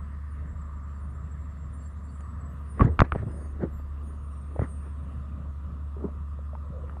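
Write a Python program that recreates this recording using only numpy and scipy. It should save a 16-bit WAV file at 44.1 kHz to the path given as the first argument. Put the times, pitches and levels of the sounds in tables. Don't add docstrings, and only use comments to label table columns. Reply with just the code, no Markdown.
import sys
import numpy as np
from scipy import signal
from scipy.fft import rfft, irfft, next_fast_len
from scipy.io import wavfile
from scipy.ndimage import uniform_filter1d, map_coordinates

SR = 44100
rng = np.random.default_rng(int(sys.argv[2]) if len(sys.argv) > 2 else 0)


def materialize(psi):
    bounded = np.clip(np.atleast_2d(psi).T, -1, 1)
    quanta = np.round(bounded * 32767).astype(np.int16)
    wavfile.write(sys.argv[1], SR, quanta)


N = 308700
T = np.arange(N) / SR


def amp(db):
    return 10 ** (np.asarray(db) / 20)


def unit(x):
    return x / np.sqrt(np.mean(x ** 2) + 1e-20)


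def curves(rows):
    times, *columns = np.transpose(rows)
    return [np.interp(T, times, column) for column in columns]


def wobble(rate):
    return map_coordinates(rng.standard_normal(int(N * rate / SR) + 4), [T * rate])


def tone(hz):
    return np.sqrt(2) * np.sin(2 * np.pi * np.cumsum(hz) / SR)


def noise(spectrum, patchy_db):
    grid = signal.stft(rng.standard_normal(next_fast_len(N + SR // 20)), nperseg=512)[2]
    patches = uniform_filter1d(rng.standard_normal(grid.shape), size=5, axis=0)
    patches = uniform_filter1d(patches, size=9, axis=1)
    patchy = signal.istft(grid * amp(patchy_db * unit(patches)), nperseg=512)[1]
    points_hz, points_db = np.transpose(spectrum)
    hz = np.fft.rfftfreq(len(patchy), 1 / SR)
    shape_db = np.interp(np.log(hz + 1), np.log(points_hz + 1), points_db, -120, -120)
    return unit(irfft(rfft(patchy) * amp(shape_db), len(patchy))[:N])


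def swells(times, db, rise_s, fall_s, order=1):
    level_db = np.full(N, -200.)
    for peak, top_db, rise, fall in zip(times, db, rise_s, fall_s):
        span = slice(max(round((peak - 3 * rise) * SR), 0), round((peak + 3 * fall) * SR))
        from_peak = np.maximum((peak - T[span]) / rise, (T[span] - peak) / fall)
        level_db[span] = np.maximum(level_db[span], top_db - 20 * from_peak ** order)
    return amp(level_db)


def car_engine(firing_hz=72.114, flutter_hz=22.0, flutter_db=0.4):
    # (time [s], level [dB])
    hum_levels = [(0, -36), (2, -37), (3.5, -35.5), (4.5, -35.5), (6.3, -35), (7, -36)]
    # (time [s], engine rush [dB], fizz [dB])
    background_levels = [(0, -56.5, -77), (.38, -58.5, -77.5), (.77, -54.5, -79.5), (1.5, -59, -77.5),
                         (2.06, -58.5, -79), (2.37, -53.5, -77), (2.75, -57.5, -75.5), (3.6, -58.5, -77),
                         (4.65, -57, -75), (5.12, -57.5, -73), (5.75, -57, -76), (6.59, -57.5, -77.5),
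                         (7, -56, -75.5)]
    # (frequency [Hz], relative level [dB])
    deep_spectrum = [(20, -29), (30, -17), (45, 2), (60, -8), (85, 8), (110, -37)]
    rumble_spectrum = [(50, -38.5), (85, -21), (94, -6), (97, -9), (151, -10), (255, -19), (344, -31.5),
                       (645, -31), (800, -39.5), (1040, -72), (1760, -120)]
    rush_spectrum = [(470, -42), (800, -27.5), (828, -20.5), (927, -2.5), (1010, -0.5), (1220, 4),
                     (1300, 0), (1500, -10.5), (1950, -42), (3300, -120)]
    fizz_spectrum = [(2100, -29), (2300, -1.5), (2750, 1), (3150, -6.5), (3400, -4.5), (3800, -9),
                     (4300, -28)]
    hiss_spectrum = [(3000, -5.5), (3700, -0.5), (4600, -2.5), (6000, -5.5), (8000, -1), (10000, -5),
                     (11500, -9.5), (13000, -11.5), (15400, -21)]
    hum_db, = curves(hum_levels)
    rush_db, fizz_db = curves(background_levels)
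    hum = amp(hum_db + .5 * wobble(6)) * tone(firing_hz + 0.22 * wobble(6.8))
    rumble = noise(rumble_spectrum, patchy_db=0) + amp(-1.5) * noise(deep_spectrum, patchy_db=1.5)
    rumble *= amp(-46 + 1.64 * wobble(7))
    rush_db += flutter_db * np.sin(2 * np.pi * flutter_hz * T)
    rush = amp(rush_db + 0.47 * wobble(9)) * noise(rush_spectrum, patchy_db=1)
    fizz = amp(fizz_db + .6 * wobble(11)) * noise(fizz_spectrum, patchy_db=2)
    hiss = amp(-77.5) * noise(hiss_spectrum, patchy_db=2.1)
    return hum + rumble + rush + fizz + hiss


def bus(rest_hz=40.6, drop_hz=4.5, slowing_s=1.5, fade_db_per_s=1.18):
    # (time [s], level [dB])
    drone_levels = [(0, -48), (1, -51), (2.3, -69), (3.5, -47), (5, -56), (7, -58)]
    # (frequency [Hz], relative level [dB])
    rattle_spectrum = [(1350, -29), (1500, -1), (1600, -3.5), (1800, -0.5), (2050, -6.5), (2250, -14),
                       (2500, -37)]
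    drone_db, = curves(drone_levels)
    drone_hz = rest_hz + drop_hz * np.exp(-T / slowing_s) + .7 * wobble(3.9)
    drone = amp(drone_db + 2.5 * wobble(4)) * tone(drone_hz)
    rattle_db = -64 - fade_db_per_s * T + 0.53 * wobble(22) + .8 * wobble(2.5)
    return drone + amp(rattle_db) * noise(rattle_spectrum, patchy_db=1)


def brakes(waver_hz=70, settle_s=1.6):
    # (peak time [s], pitch [Hz], level [dB], time to rise 20 dB [s], time to fall 20 dB [s])
    squeals = [(0.04, 7990, -79, .1, .15), (0.17, 8150, -85, .08, .06), (0.31, 9150, -77, .07, .1),
               (0.5, 7630, -76, .07, .4), (0.9, 7600, -76, .2, .12), (0.98, 9080, -77, .06, .25),
               (0.99, 4580, -86, .05, .13), (1.29, 7616, -74, .2, .15), (1.45, 7600, -78, .2, .25),
               (1.636, 7589, -70, .07, .07), (1.75, 9060, -72, .05, .28), (1.82, 7570, -72, .1, .13),
               (1.855, 4520, -80, .06, .05), (2.08, 4500, -79, .025, .08), (2.12, 7620, -72, .15, .17),
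               (2.18, 9040, -70, .17, .13), (2.214, 4540, -84, .07, .1), (2.27, 7940, -78, .1, .05),
               (2.32, 7810, -76, .03, .06), (2.436, 7754, -71, .06, .12), (2.49, 11800, -83, .03, .12),
               (2.6, 12130, -86, .12, .07), (2.55, 8700, -86, .08, .15), (2.7, 9240, -65, .065, .14),
               (2.745, 8084, -80, .07, .12), (2.75, 5050, -83, .03, .08), (2.81, 9254, -69, .12, .055),
               (2.83, 8099, -80, .1, .06), (2.92, 8400, -77, .035, .07), (2.94, 12110, -87, .06, .25),
               (3.11, 8160, -80, .05, .08), (3.14, 9330, -76, .05, .06), (3.165, 8360, -72, .04, .07),
               (3.31, 5050, -81, .07, .17), (3.346, 8099, -74, .19, .2), (3.355, 8620, -77, .05, .08),
               (3.41, 9210, -66, .18, .14), (3.42, 4614, -81, .1, .1), (3.436, 6529, -75, .1, .1),
               (3.765, 11830, -77, .09, .13), (3.765, 7535, -69, .05, .06), (3.82, 4690, -82, .05, .04),
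               (4.04, 12080, -84, .2, .1), (4.08, 6670, -83, .04, .3), (4.09, 9270, -69, .08, .09),
               (4.3, 9230, -74, .2, .35), (4.34, 5648, -85, .05, .1), (4.392, 8625, -73, .17, .13),
               (4.45, 6590, -88, .08, .2), (4.646, 6520, -85, .07, .3), (4.7, 8430, -71, .07, .2),
               (4.73, 9110, -67, .3, .25), (4.97, 8600, -82, .25, .25), (5.12, 9220, -80, .3, .17)]
    natural_hz = np.array([4570, 5060, 5650, 6560, 7620, 8090, 8540, 9180, 12000])
    squeals = np.array(squeals)
    nearest_tone = np.abs(squeals[:, 1, None] - natural_hz).argmin(axis=1)
    shake = np.exp(-T / settle_s)
    out = np.zeros(N)
    for k in np.unique(nearest_tone):
        times, hz, db, rise, fall = squeals[nearest_tone == k].T
        flutter = amp((3.5 + 3 * shake) * wobble(50))
        pitch_hz = np.interp(T, times, hz) + waver_hz * shake * wobble(150)
        out += swells(times, db, rise, fall, order=2) * flutter * tone(pitch_hz)
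    return out


def knocks():
    # (time [s], ring level [dB], click level [dB], pitch [Hz], time to fade 60 dB [s])
    hits = [(2.207, -36, -46, 695.7, 0.0064), (2.208, -52.5, -71, 7000, 0.017),
            (2.795, -22, -64, 1124, 0.09), (2.809, -11, -58, 1129, 0.049), (2.848, -54, -68, 7200, 0.034),
            (2.992, -0.5, -19, 1325, 0.0058), (3.004, 3.5, -6, 1130, 0.0055),
            (3.0037, -33.5, -50, 6680, 0.0069), (3.018, 2, -31, 600, 0.0069),
            (3.0193, -7, -43, 1120, 0.0094), (3.121, -9, -47, 1286, 0.0088), (3.13, -28, -62, 1250, 0.013),
            (3.151, -18.5, -44, 760, 0.0081), (3.158, -14, -47, 450, 0.012), (3.226, -37, -62, 580, 0.057),
            (3.316, -62, -75, 7200, .02), (3.798, -32, -66, 500.3, 0.0075), (4.562, -21, -64, 505.6, 0.011),
            (4.593, -12, -62, 570, 0.0092), (4.618, -15.5, -60, 384, 0.012),
            (5.966, -35.5, -71, 393, 0.079), (6.085, -37, -70, 586, 0.0352),
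            (6.39, -37.5, -68.5, 530, 0.031), (6.532, -37.5, -68, 607, 0.05),
            (6.552, -29.5, -76, 920, 0.016), (6.896, -31, -70.5, 1270, 0.011),
            (6.969, -28, -72, 750, 0.0077)]
    out, t = np.zeros(N + SR), np.arange(SR // 6) / SR
    band = signal.butter(2, [1300, 3600], "bandpass", fs=SR, output="sos")
    for start, ring_db, click_db, hz, fade_s in hits:
        contact = np.sin(np.pi / 2 * np.clip(t * np.sqrt(hz) / 0.019, 0, 1)) ** 2
        upper_db = -6 + 0.41 * ring_db - 60 * t / 0.023
        ring = np.sin(2 * np.pi * hz * t) + amp(upper_db) * np.sin(2 * np.pi * (hz + 850) * t)
        ring *= contact * amp(ring_db - 60 * t / fade_s)
        spike = amp(15.5) * (t == 0)
        burst = rng.standard_normal(len(t)) * amp(-4 - 60 * t / 0.011)
        click = signal.sosfilt(band, signal.sosfilt(band, spike + burst))
        out[round(start * SR):][:len(t)] += ring + amp(click_db) * click
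    return out[:N]


def rubbing():
    # (peak time [s], dull [dB], bright [dB], time to rise 20 dB [s], time to fall 20 dB [s])
    strokes = [(2.798, -33, -45, .006, .05), (2.814, -21, -37.5, .025, .06), (2.84, -28.5, -37, .07, .055),
               (2.875, -31, -55, .05, .08), (2.994, -30, -37, .004, .05), (3.035, -32, -49.5, .045, .045),
               (3.05, -38, -42, .045, .035), (3.123, -36, -48, .005, .04), (3.15, -35, -50, .01, .05),
               (3.185, -43, -46, .055, .07), (3.235, -40, -56, .03, .035), (3.28, -41.5, -75, .05, .07),
               (3.313, -52, -57, .03, .07), (3.37, -46.5, -72, .2, .3), (3.42, -47, -60, .09, .07),
               (3.57, -52, -68, .12, .2), (3.632, -28, -47.5, .04, .04), (3.87, -52, -70, .06, .08),
               (4.03, -51.5, -78, .05, .3), (4.09, -50, -70, .3, .08), (4.51, -51, -65, .03, .1),
               (4.565, -36, -66, .014, .03), (4.633, -37.5, -46.5, .08, .055),
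               (4.86, -47.5, -55.5, .05, .07), (6.0, -42, -70, .04, .2), (6.048, -31, -65, .04, .05),
               (6.88, -54, -59, .05, .12), (6.95, -51, -65, .3, .1)]
    # (frequency [Hz], relative level [dB])
    dull_spectrum = [(100, -26.5), (200, 3), (380, -0.5), (650, -10.5), (1200, -23), (2500, -62)]
    bright_spectrum = [(500, -37.5), (900, -1.5), (1300, 0.5), (1900, -3), (2600, -20), (3500, -25),
                       (5000, -37.5), (7500, -40), (9500, -69)]
    times, dull_db, bright_db, rise, fall = np.transpose(strokes)
    jerks = amp(1.5 * wobble(90))
    dull = unit(jerks * noise(dull_spectrum, patchy_db=1.5))
    bright = unit(jerks * noise(bright_spectrum, patchy_db=3.5))
    return swells(times, dull_db, rise, fall) * dull + swells(times, bright_db, rise, fall) * bright


def thumps():
    # (time [s], level [dB], pitch [Hz], time to fade 60 dB [s], direction [+1 or -1], rise [s])
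    pushes = [(2.809, -13, 52.6, 0.18, 1, 0.004), (2.815, -4, 107, 0.059, 1, 0.0016),
              (2.8469, -2.5, 122, 0.061, -1, 0.0035), (2.867, -11, 153, 0.025, -1, 0.00077),
              (2.892, -17.5, 80.3, 0.28, -1, 0.0047), (2.998, 0.5, 62, 0.019, -1, 0.00063),
              (3.005, -12, 81, 0.08, 1, 0.00082), (3.0181, 2.5, 103.7, 0.025, -1, 0.00079),
              (3.124, -13, 65, 0.034, -1, 0.00097), (3.16, -7, 115, 0.015, -1, 0.00074),
              (3.2, -21, 108, 0.12, 1, .003), (3.233, -20.5, 113, 0.043, -1, 0.0017),
              (3.2662, -14.5, 113, 0.048, 1, 0.0016), (3.63, -20.5, 323, 0.096, 1, 0.0025),
              (3.635, -10, 176, 0.03, -1, 0.0017), (4.595, -12.5, 102.5, 0.059, -1, 0.001),
              (4.622, -9, 116, 0.03, -1, 0.0017), (6.042, -19, 404, 0.062, 1, 0.002573),
              (6.048, -22.5, 192, 0.097, -1, 0.0018), (6.703, -20, 132, 0.029, 1, 0.0015)]
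    out, t = np.zeros(N + SR), np.arange(SR // 3) / SR
    for start, db, hz, fade_s, direction, rise in pushes:
        swing = np.sin(2 * np.pi * hz * t) * (1 - np.exp(-t / rise))
        out[round(start * SR):][:len(t)] += direction * amp(db - 60 * t / fade_s) * swing
    return out[:N]


def grip_squeaks():
    # (peak time [s], level [dB], time to rise 20 dB [s], time to fall 20 dB [s])
    squeaks = [(6.725, -48, .035, .2), (6.765, -46, .15, .1), (6.835, -46, .025, .06)]
    # (frequency [Hz], relative level [dB])
    hollow_spectrum = [(380, -23), (480, -3), (560, -1.5), (640, -11), (800, -22)]
    return swells(*np.transpose(squeaks)) * noise(hollow_spectrum, patchy_db=3.5)


def scene():
    return (car_engine() + bus() + brakes() + knocks() + rubbing() + thumps() + grip_squeaks())[None]


def record(dry):
    bass_hz, top_hz = 38, 15400
    size = next_fast_len(N + SR // 2)
    hz = np.fft.rfftfreq(size, 1 / SR)
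    bass_cut = 1 / np.sqrt(1 + (bass_hz / (hz + 1)) ** 8)
    return irfft(rfft(dry, size) * bass_cut * (hz < top_hz), size)[..., :N]


dry = scene()
out = record(dry)
materialize(out)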